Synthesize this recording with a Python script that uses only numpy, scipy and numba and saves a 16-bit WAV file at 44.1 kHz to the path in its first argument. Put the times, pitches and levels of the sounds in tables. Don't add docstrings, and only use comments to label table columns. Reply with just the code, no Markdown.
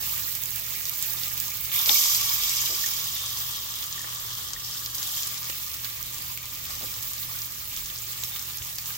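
import sys
import numpy as np
from scipy import signal
from scipy.fft import rfft, irfft
from scipy.io import wavfile
from scipy.ndimage import uniform_filter1d
from numba import njit

SR = 44100
rng = np.random.default_rng(int(sys.argv[2]) if len(sys.argv) > 2 else 0)


def transcribe(u):
    v = np.clip(np.atleast_2d(u).T, -1, 1)
    q = np.round(v * 32767).astype(np.int16)
    wavfile.write(sys.argv[1], SR, q)


def amplitude_ratio(level_db):
    exponent = np.asarray(level_db, float) / 20
    return 10 ** exponent


N = 395577
T = np.arange(N) / SR
HZ = np.arange(N // 2 + 1) * SR / N + 1e-3

# [f/Hz, level/dB]
FRY_COLOUR = [(300, -15.5), (600, -12.5), (1000, -10), (1400, -8), (1650, -7.5), (1900, -4), (2700, -3),
              (3400, -2), (5200, -2), (7300, -1.5), (8200, -5.5), (10300, -11), (12500, -6), (14700, -1.5)]
FLARE_COLOUR = [(300, -24), (600, -20), (1000, -7.5), (1500, -13), (2200, -4), (2900, -0.5), (3500, 6.5),
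                (4200, -1), (4900, 5), (5900, 4.5), (7200, 1.5), (8300, -4), (9600, -6.5), (11000, -1),
                (12500, 6), (14000, 11.5), (15500, -2.5)]
# [f/Hz, width/Hz, relative lift/dB]
AIR_RESONANCES = [(1170, 165, 10), (2240, 90, 3)]
# [f/Hz, left minus right level/dB]
EAR_BALANCE = [(60, -3.5), (110, 2.5), (200, -10), (380, -6.5), (700, 1.5), (1290, 2.5), (2380, 0),
               (4400, -1.0), (8120, 2), (11500, -4.5), (15000, -7)]
# [left lag/samples, relative level/dB]
FRY_SPOTS = [(6, 0), (-12, -3), (22, -2), (-35, -6)]
FLARE_SPOTS = [(-5, 0), (-14, -2), (36, -5)]
# [t/s, level/dB, treble lift as it faces the pan/dB,
# treble left minus right/dB, thinning of the middle band/dB, lift of the air under the pan/dB]
PHONE_MOVES = [(0, -31, 7, -11.5, -3, 2.5), (.6, -33, 5.5, -14, 1.5, 1), (1.4, -31, 5, -13.5, 0, 0.5),
               (1.68, -33, 6.5, -11, 2, 2), (2.7, -32.5, 5, -11.5, -1, 1), (3.4, -34.5, 7.5, -7.5, -6, 2),
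               (4.0, -34, 3, -8, -4.5, 3.5), (4.4, -32.5, 3.5, -7, -8.5, 5), (4.6, -35, 4.5, -6, -6, 3.5),
               (4.75, -32.5, 2.5, -6, -8, 1), (4.91, -36, 7, -7, -6, 5), (5.0, -30.5, 2.5, -4, -8, 1),
               (5.45, -33.5, 6, -7, 0, 3.5), (5.9, -34, 5.5, -9, 0, 2.5), (6.45, -36, 5, -8.5, 1, 4.5),
               (6.9, -33, 5, -8.5, -0.5, 4), (7.6, -35.5, 6, -9, -1.5, 3), (8.3, -34.5, 3.5, -8.5, 0, 1.5),
               (8.97, -34, 4.5, -9, -2.5, 3.5)]
# [t/s, level/dB, rise/s, base t60/s, whine of middling bubbles/dB]
FLARES = [(1.714, -22.5, 0.036, 8.5, -3.5), (1.716, -28, .012, 1.0, -18), (1.84, -23, 0.095, 2.8, 8.5),
          (2.4, -34, 0.095, 5, 11.5), (4.99, -30, 0.19, 1.1, 2), (3.75, -48, 0.055, 2, -2),
          (4.28, -39, .06, 1.2, 1), (4.62, -40, .03, 1.5, 5), (6.62, -38.5, .1, 3, 2),
          (8.15, -40, 0.04, 2.5, -8)]
# [f/Hz, level/dB]
KITCHEN_COLOUR = [(20, -32), (40, -2), (60, -13), (100, -5), (140, -11), (200, -24), (260, -17.5),
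                  (380, -27), (550, -18), (900, -30), (2000, -28)]
# [f/Hz, rms level/dB, width of its noise ring/Hz]
MOTOR_HUM = [(70, -58, 9), (118.6, -54, 9), (157.5, -61, 8), (317, -72, 8)]
# [t/s, level/dB, 1/e half-length/s]
HAND_THUMPS = [(0.03, -58, 0.17), (1.613, -46.5, 0.049), (6.07, -57, 0.087), (6.827, -57, 0.13),
               (8.614, -42, 0.012)]
# [t/s, nominal level/dB]
DROPLET_CRACKS = [(0.1136, -30), (0.179, -20), (0.196, -19), (0.2209, -25), (0.234, -19), (0.352, -20),
                  (0.4359, -13), (0.4575, -17), (0.5062, -20), (0.5595, -18.5), (0.597, -20), (0.6355, -24),
                  (0.7053, -22), (0.8315, -24), (0.854, -24), (0.8949, -17), (0.9344, -20), (1.0256, -11),
                  (1.1338, -21), (1.1977, -17), (1.2521, -26), (1.28, -22), (1.3773, -18), (1.401, -12.5),
                  (1.5713, -22), (1.6651, -24), (1.718, -23), (1.7434, -15), (2.8614, -18), (3.8402, -20),
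                  (4.148, -21), (4.2702, -30), (4.2926, -30), (4.6329, -30), (4.8589, -20), (4.9516, -15),
                  (4.9604, -21), (5.5019, -22), (5.5992, -28.5), (6.028, -20), (6.2228, -18), (6.3749, -19),
                  (6.4293, -23), (6.557, -25), (6.8593, -23), (6.8788, -25), (7.0259, -26), (7.0324, -21),
                  (7.1122, -20), (7.1985, -26.5), (7.466, -29), (7.7454, -26), (7.7732, -18), (7.9678, -24),
                  (7.9864, -24), (7.9974, -24), (8.0336, -21), (8.2194, -24), (8.2367, -18), (8.2596, -28),
                  (8.3943, -26), (8.4254, -19), (8.4771, -27), (8.5724, -20), (8.6495, -23), (8.7565, -24),
                  (8.7834, -20)]
# [t/s, nominal level/dB, f/Hz, left minus right level/dB]
LARGE_BUBBLES = [(0.3511, -19, 6290, -5), (0.5594, -23, 7300, -16), (0.7524, -25, 7350, -9),
                 (0.8957, -33, 5900, -8), (1.0251, -14, 6700, -15), (1.1326, -20, 6750, -8),
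                 (1.2344, -18, 4700, -11), (1.3768, -19, 5740, -13), (1.3999, -30, 6900, -20),
                 (1.7171, -16, 3270, -3), (1.8932, -0.5, 3670, 8.5), (2.596, -29, 5770, 1),
                 (2.8399, -32, 2600, -3), (2.8614, -13, 6300, -13), (3.1644, -18.5, 3700, 7),
                 (3.8282, -18.5, 3370, 4), (4.0426, -34, 1500, -2), (4.1244, -25, 3160, 5),
                 (4.793, -21, 5300, 5), (4.9509, -29, 7200, 2), (4.9817, -14, 5400, 3),
                 (5.4976, -18, 7200, -7), (5.7424, -21, 6930, 2), (5.8456, -20, 4650, -10),
                 (6.3745, -23, 2600, 3), (6.6514, -22, 3240, -3), (7.0263, -21, 6880, -4),
                 (7.774, -21.5, 3370, -11), (7.9, -20.5, 3230, -3), (8.175, -22, 4000, -3),
                 (8.2364, -17.5, 3580, -8), (8.3614, -18.5, 3260, -4), (8.394, -21, 5760, 11),
                 (8.62, -23, 3000, -2), (8.7843, -15, 4900, 4)]
# [t/s, length/s, nominal f/Hz, rms level/dB]
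PORES = [(1.735, .08, 3500, -45), (1.725, .06, 2250, -48), (4.632, 0.15, 5270, -43),
         (3.148, 0.11, 3630, -48), (5.01, 0.15, 3300, -50), (5.17, .15, 3250, -55), (5.115, .13, 7200, -45),
         (8.178, 0.05, 7420, -49), (8.32, .07, 3700, -50)]
# [t/s, rms level before the envelope/dB, f/Hz, t60/s]
JUICE_SPLATS = [(1.873, -32, 600, 0.06), (1.893, -28, 950, 0.086), (1.895, -38, 330, 0.15),
                (1.906, -32, 800, 0.06), (2.69, -42, 420, 0.2), (2.715, -41, 500, 0.2),
                (2.76, -38, 1680, 0.04), (4.042, -37, 800, 0.06), (5.496, -33, 600, 0.036),
                (5.498, -23.5, 1800, 0.021), (5.846, -30.5, 3210, 0.038), (6.696, -35, 1200, 0.052),
                (6.807, -38.5, 560, 0.079), (6.824, -36, 336, 0.16), (7.312, -40, 1150, 0.04)]
# [t/s, nominal level/dB, f/Hz, decay/cycles]
TRAPPED_BUBBLES = [(2.8392, -21.5, 1800, 4.5), (3.978, -31, 1820, 5), (4.005, -31, 1810, 5),
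                   (4.0425, -31, 1900, 4), (4.048, -32, 1750, 4), (4.562, -29.5, 1870, 4.6),
                   (6.375, -30, 2200, 3)]


def level(x, db):
    return x * amplitude_ratio(db) / np.sqrt(np.mean(x ** 2))


def balance(db):
    return amplitude_ratio(db * np.array([[.5], [-.5]]))


def along_hz(points):
    hz, value = np.transpose(points)
    return np.interp(np.log(HZ), np.log(hz), value)


def walk(rate):
    held = int(SR / rate)
    steps = np.repeat(rng.standard_normal(N // held + 1), held)
    smooth = uniform_filter1d(uniform_filter1d(steps, held), held)
    return 1.3 * smooth[:N]


@njit
def bubbles(n, start, hz, cycles, gain):
    out = np.zeros(n)
    for k in range(len(start)):
        turn = np.exp((2j * np.pi - 1 / cycles[k]) * hz[k] / SR)
        rise = np.exp(-2 * hz[k] / SR)
        z, held, i = gain[k] + 0j, 1., start[k]
        while i < n and abs(z) > .004 * gain[k]:
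            out[i] += z.imag * (1 - held)
            z, held, i = z * turn, held * rise, i + 1
    return out


def foil(x, lag, t60_s, wet_db):
    t = np.arange(4096) / SR
    decay = np.exp(-np.log(1000) * t / t60_s) * (t > .0004)
    echo = rng.standard_normal((2, len(t))) * decay
    echo = amplitude_ratio(wet_db) * echo / np.sqrt(np.sum(echo ** 2, axis=1, keepdims=True))
    direct = np.array([np.roll(x, int(lag)), x])
    return direct + signal.fftconvolve(x[None], echo, axes=1)[:, :N]


def phone():
    s, *columns = np.transpose(PHONE_MOVES)
    return [np.interp(T, s, column) for column in columns]


def swell(lasts, whine):
    power = 0
    for s, db, rise_s, t60_s, whine_db in FLARES:
        fall_db = -60 * np.maximum(T - s - rise_s, 0) / (t60_s * lasts)
        rise = np.clip((T - s) / rise_s, 0, 1)
        power = power + (rise * amplitude_ratio(db + whine * whine_db + fall_db)) ** 2
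    return np.sqrt(power)


def frying(spots, colour, spread_db, flurry_db, cycles, steam_db, hollow, count):
    out = 0
    for lag, db in spots:
        when, pitch, length, strength = rng.random((count, 4)).T
        hz = 900 * 18 ** pitch
        gain = amplitude_ratio(-spread_db * np.log(1 - .997 * strength)) * np.sqrt(hz / 4000)
        start = (when * N).astype(np.int64)
        burst = level(bubbles(N, start, hz, cycles * (0.062 + 1.63 * length), gain), 0)
        hiss = amplitude_ratio(steam_db) * rng.standard_normal(N)
        flurry = amplitude_ratio(flurry_db * (walk(14.) + walk(35.)))
        out = out + amplitude_ratio(db) * foil((burst + hiss) * flurry, lag, t60_s=0.074, wet_db=12.5)
    spectrum = rfft(out)
    even = np.sqrt(uniform_filter1d(np.mean(abs(spectrum) ** 2, axis=0), size=1200))
    lift = sum(db / (1 + (2 * (HZ - hz) / width) ** 2) for hz, width, db in AIR_RESONANCES)
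    return spectrum / even * amplitude_ratio(along_hz(colour) + hollow * lift) * balance(along_hz(EAR_BALANCE))


def sizzle():
    near_db, treble_db, pan_db, thin_db, hollow_db = phone()
    fry = frying(FRY_SPOTS, FRY_COLOUR, spread_db=2.5, flurry_db=1.18, cycles=1.48,
                 steam_db=1.5, hollow=.55, count=6000)
    flare = frying(FLARE_SPOTS, FLARE_COLOUR, spread_db=3.0, flurry_db=.6, cycles=1.94,
                   steam_db=-4.0, hollow=1.1, count=20000)
    fry, flare = (rfft(level(irfft(part, N), 0)) for part in (fry, flare))

    below_4400, below_9600 = (1 / (1 + (HZ / hz) ** 12) for hz in (4400, 9600))
    pan = balance(pan_db - np.mean(pan_db))
    flicker = amplitude_ratio(walk(30.) + walk(70.))
    fine_fry = amplitude_ratio(treble_db) * pan * flicker * irfft(fry * (1 - below_9600), N)
    steady = amplitude_ratio(near_db) * (irfft(fry * below_9600, N) + fine_fry)

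    coarse = swell(1.75, 0) * irfft(flare * below_4400, N)
    middling = swell(0.99, 1) * irfft(flare * (below_9600 - below_4400), N)
    fine = swell(.65, 0) * pan * irfft(flare * (1 - below_9600), N)
    out = steady + coarse + middling + fine

    hollow_hz, hollow_width_hz, _ = AIR_RESONANCES[0]
    hollow = np.exp(-((HZ - hollow_hz) / hollow_width_hz) ** 2)
    thin = np.exp(-((HZ - 2350) / 420) ** 2)
    spectrum = rfft(out)
    thinning = (amplitude_ratio(thin_db) - 1) * irfft(spectrum * thin, N)
    return out + thinning + (amplitude_ratio(hollow_db) - 1) * irfft(spectrum * hollow, N)


def rumble():
    thumps = sum(amplitude_ratio(db) * np.exp(-((T - s) / length_s) ** 2) for s, db, length_s in HAND_THUMPS)
    return amplitude_ratio(-59 + 2.5 * walk(4.1)) + thumps


def kitchen():
    mid, side = rfft(rng.standard_normal((2, N)))
    ears = np.array([[1], [-1]])
    apart = .7 / np.sqrt(1 + (276 / HZ) ** 4) + .22
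    room_lag_s = 0.000597
    both = mid * np.exp(1j * np.pi * HZ * room_lag_s * ears) + apart * side * ears
    both = both * amplitude_ratio(along_hz(KITCHEN_COLOUR)) * balance(along_hz(EAR_BALANCE))
    low = 1 / (1 + (HZ / 100) ** 6)
    out = level(irfft(both * (1 - low), N), -49.5) * amplitude_ratio(walk(3.))
    out = out + level(irfft(both * low, N), 0) * rumble()
    for hz, db, width in MOTOR_HUM:
        ring = irfft(rfft(rng.standard_normal(N)) / (1 + (2 * (HZ - hz) / width) ** 2), N)
        out = out + level(level(ring, -9.5) + np.sin(2 * np.pi * hz * T), db)
    return out


def droplet_colour():
    return amplitude_ratio(along_hz(FRY_COLOUR) + 5 / (1 + (10500 / HZ) ** 12))


def ticks(count):
    when, pitch, strength = rng.random((count, 3)).T
    hz = 5000 * 3.0 ** pitch
    gain = amplitude_ratio(-4.0 * np.log(1 - 0.98 * strength))
    x = bubbles(N, (when * N).astype(np.int64), hz, np.full(count, 0.7), gain)
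    smeared = rfft(foil(x, -8, t60_s=0.064, wet_db=-5.0))
    near = irfft(smeared * droplet_colour() * balance(along_hz(EAR_BALANCE)), N)
    near_db = phone()[0]
    return level(near, -10.5) * (amplitude_ratio(near_db) + swell(1.0, 0))


def cracks():
    s, db = np.transpose(DROPLET_CRACKS)
    t, out = np.arange(256) / SR, np.zeros(N)
    noise = rng.standard_normal((len(s), len(t))) * np.exp(-t / 0.00055)
    for k, at in enumerate((s * SR).astype(np.int64)):
        onset = np.std(np.diff(noise[k, :24]))
        out[at:at + len(t)] += amplitude_ratio(db[k]) * noise[k] / onset * 1.27
    out = irfft(rfft(out) * droplet_colour() / (1 + (5500 / HZ) ** 4), N)
    pan_db = phone()[2]
    return foil(out, -7, t60_s=0.019, wet_db=-8.5) * balance(pan_db)


def lesser_pops(count):
    when, strength, pitch, side = rng.random((count, 4)).T
    return np.transpose([when * (N / SR - .1), -35 + 7 * strength, 3000 * 2.5 ** pitch, 10 * side - 7])


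def pops():
    s, db, hz, pan_db = np.vstack([LARGE_BUBBLES, lesser_pops(count=30)]).T
    spray_db = -27 + 0.62 * (db + 17.5)
    start, t = (s * SR).astype(np.int64), np.arange(2048) / SR
    ring = bubbles(N, start + 15, hz, np.full(len(s), 1.6), amplitude_ratio(db + 1.5))
    noise = rng.standard_normal((len(s), 2, len(t)))
    mist, pan = np.zeros((2, N + len(t))), np.zeros(N + len(t))
    crack = np.exp(-t / 0.00054)
    rain = 0.81 * (1 - np.exp(-t / 0.0018)) * np.exp(-np.log(1000) * t / 0.08)
    for k, at in enumerate(start):
        mist[:, at:at + len(t)] += amplitude_ratio(spray_db[k]) * noise[k] * (crack + rain)
        pan[at:at + len(t)] = pan_db[k]
    mist = irfft(rfft(mist[:, :N]) * droplet_colour() * balance(along_hz(EAR_BALANCE)), N)
    high = signal.butter(2, 700, "high", fs=SR, output="sos")
    ring = signal.sosfilt(high, foil(ring, -1, t60_s=0.03, wet_db=-2.0))
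    return (ring + mist) * balance(pan[:N])


def lesser_sputters(count):
    when, length, pitch, strength = rng.random((count, 4)).T
    return np.transpose([when * (N / SR - .4), .02 + .09 * length,
                         3100 * 2.4 ** pitch, -62 + 5 * strength])


def sputters():
    out = np.zeros(N)
    for s, length_s, hz, db in np.vstack([PORES, lesser_sputters(count=60)]):
        when, size = rng.random((40, 2)).T
        n = int((length_s + 0.075) * SR)
        start = (when * length_s * SR).astype(np.int64)
        train = bubbles(n, start, hz * (0.964 + 0.056 * size), np.full(40, 9.), amplitude_ratio(5.7 * size))
        out[int(s * SR):int(s * SR) + n] += level(train, db)
    return foil(out, -11, t60_s=0.025, wet_db=-2.)


def plops():
    out, t = np.zeros(N), np.arange(8192) / SR
    for s, db, hz, t60_s in JUICE_SPLATS:
        band = signal.butter(1, [hz / 1.6, hz * 1.6], "band", fs=SR, output="sos")
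        burst = level(signal.sosfilt(band, rng.standard_normal(len(t))), db)
        envelope = (1 - np.exp(-t * hz / 1.7)) * np.exp(-np.log(1000) * t / t60_s)
        out[int(s * SR):int(s * SR) + len(t)] += burst * envelope
    return foil(out, 13, t60_s=0.035, wet_db=-4.5) * amplitude_ratio(np.array([[-5.], [0.]]))


def knocks():
    s, db, hz, cycles = np.transpose(TRAPPED_BUBBLES)
    ring = bubbles(N, (s * SR).astype(np.int64), hz, cycles, amplitude_ratio(db))
    groove = signal.butter(2, (1450, 2300), "band", fs=SR, output="sos")
    return foil(signal.sosfilt(groove, ring), 3, t60_s=0.052, wet_db=-5.0)


def scene():
    pan = sizzle() + ticks(count=700) + cracks() + pops() + sputters() + plops() + knocks()
    return pan + kitchen()


def top_cut(x):
    return signal.sosfilt(signal.butter(12, 16940, fs=SR, output="sos"), x)


def record(dry):
    low_pass = signal.ellip(10, .2, 70, 15780, fs=SR, output="sos")
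    finished = signal.sosfilt(low_pass, dry)
    return top_cut(finished)


dry = scene()
out = record(dry)
transcribe(out)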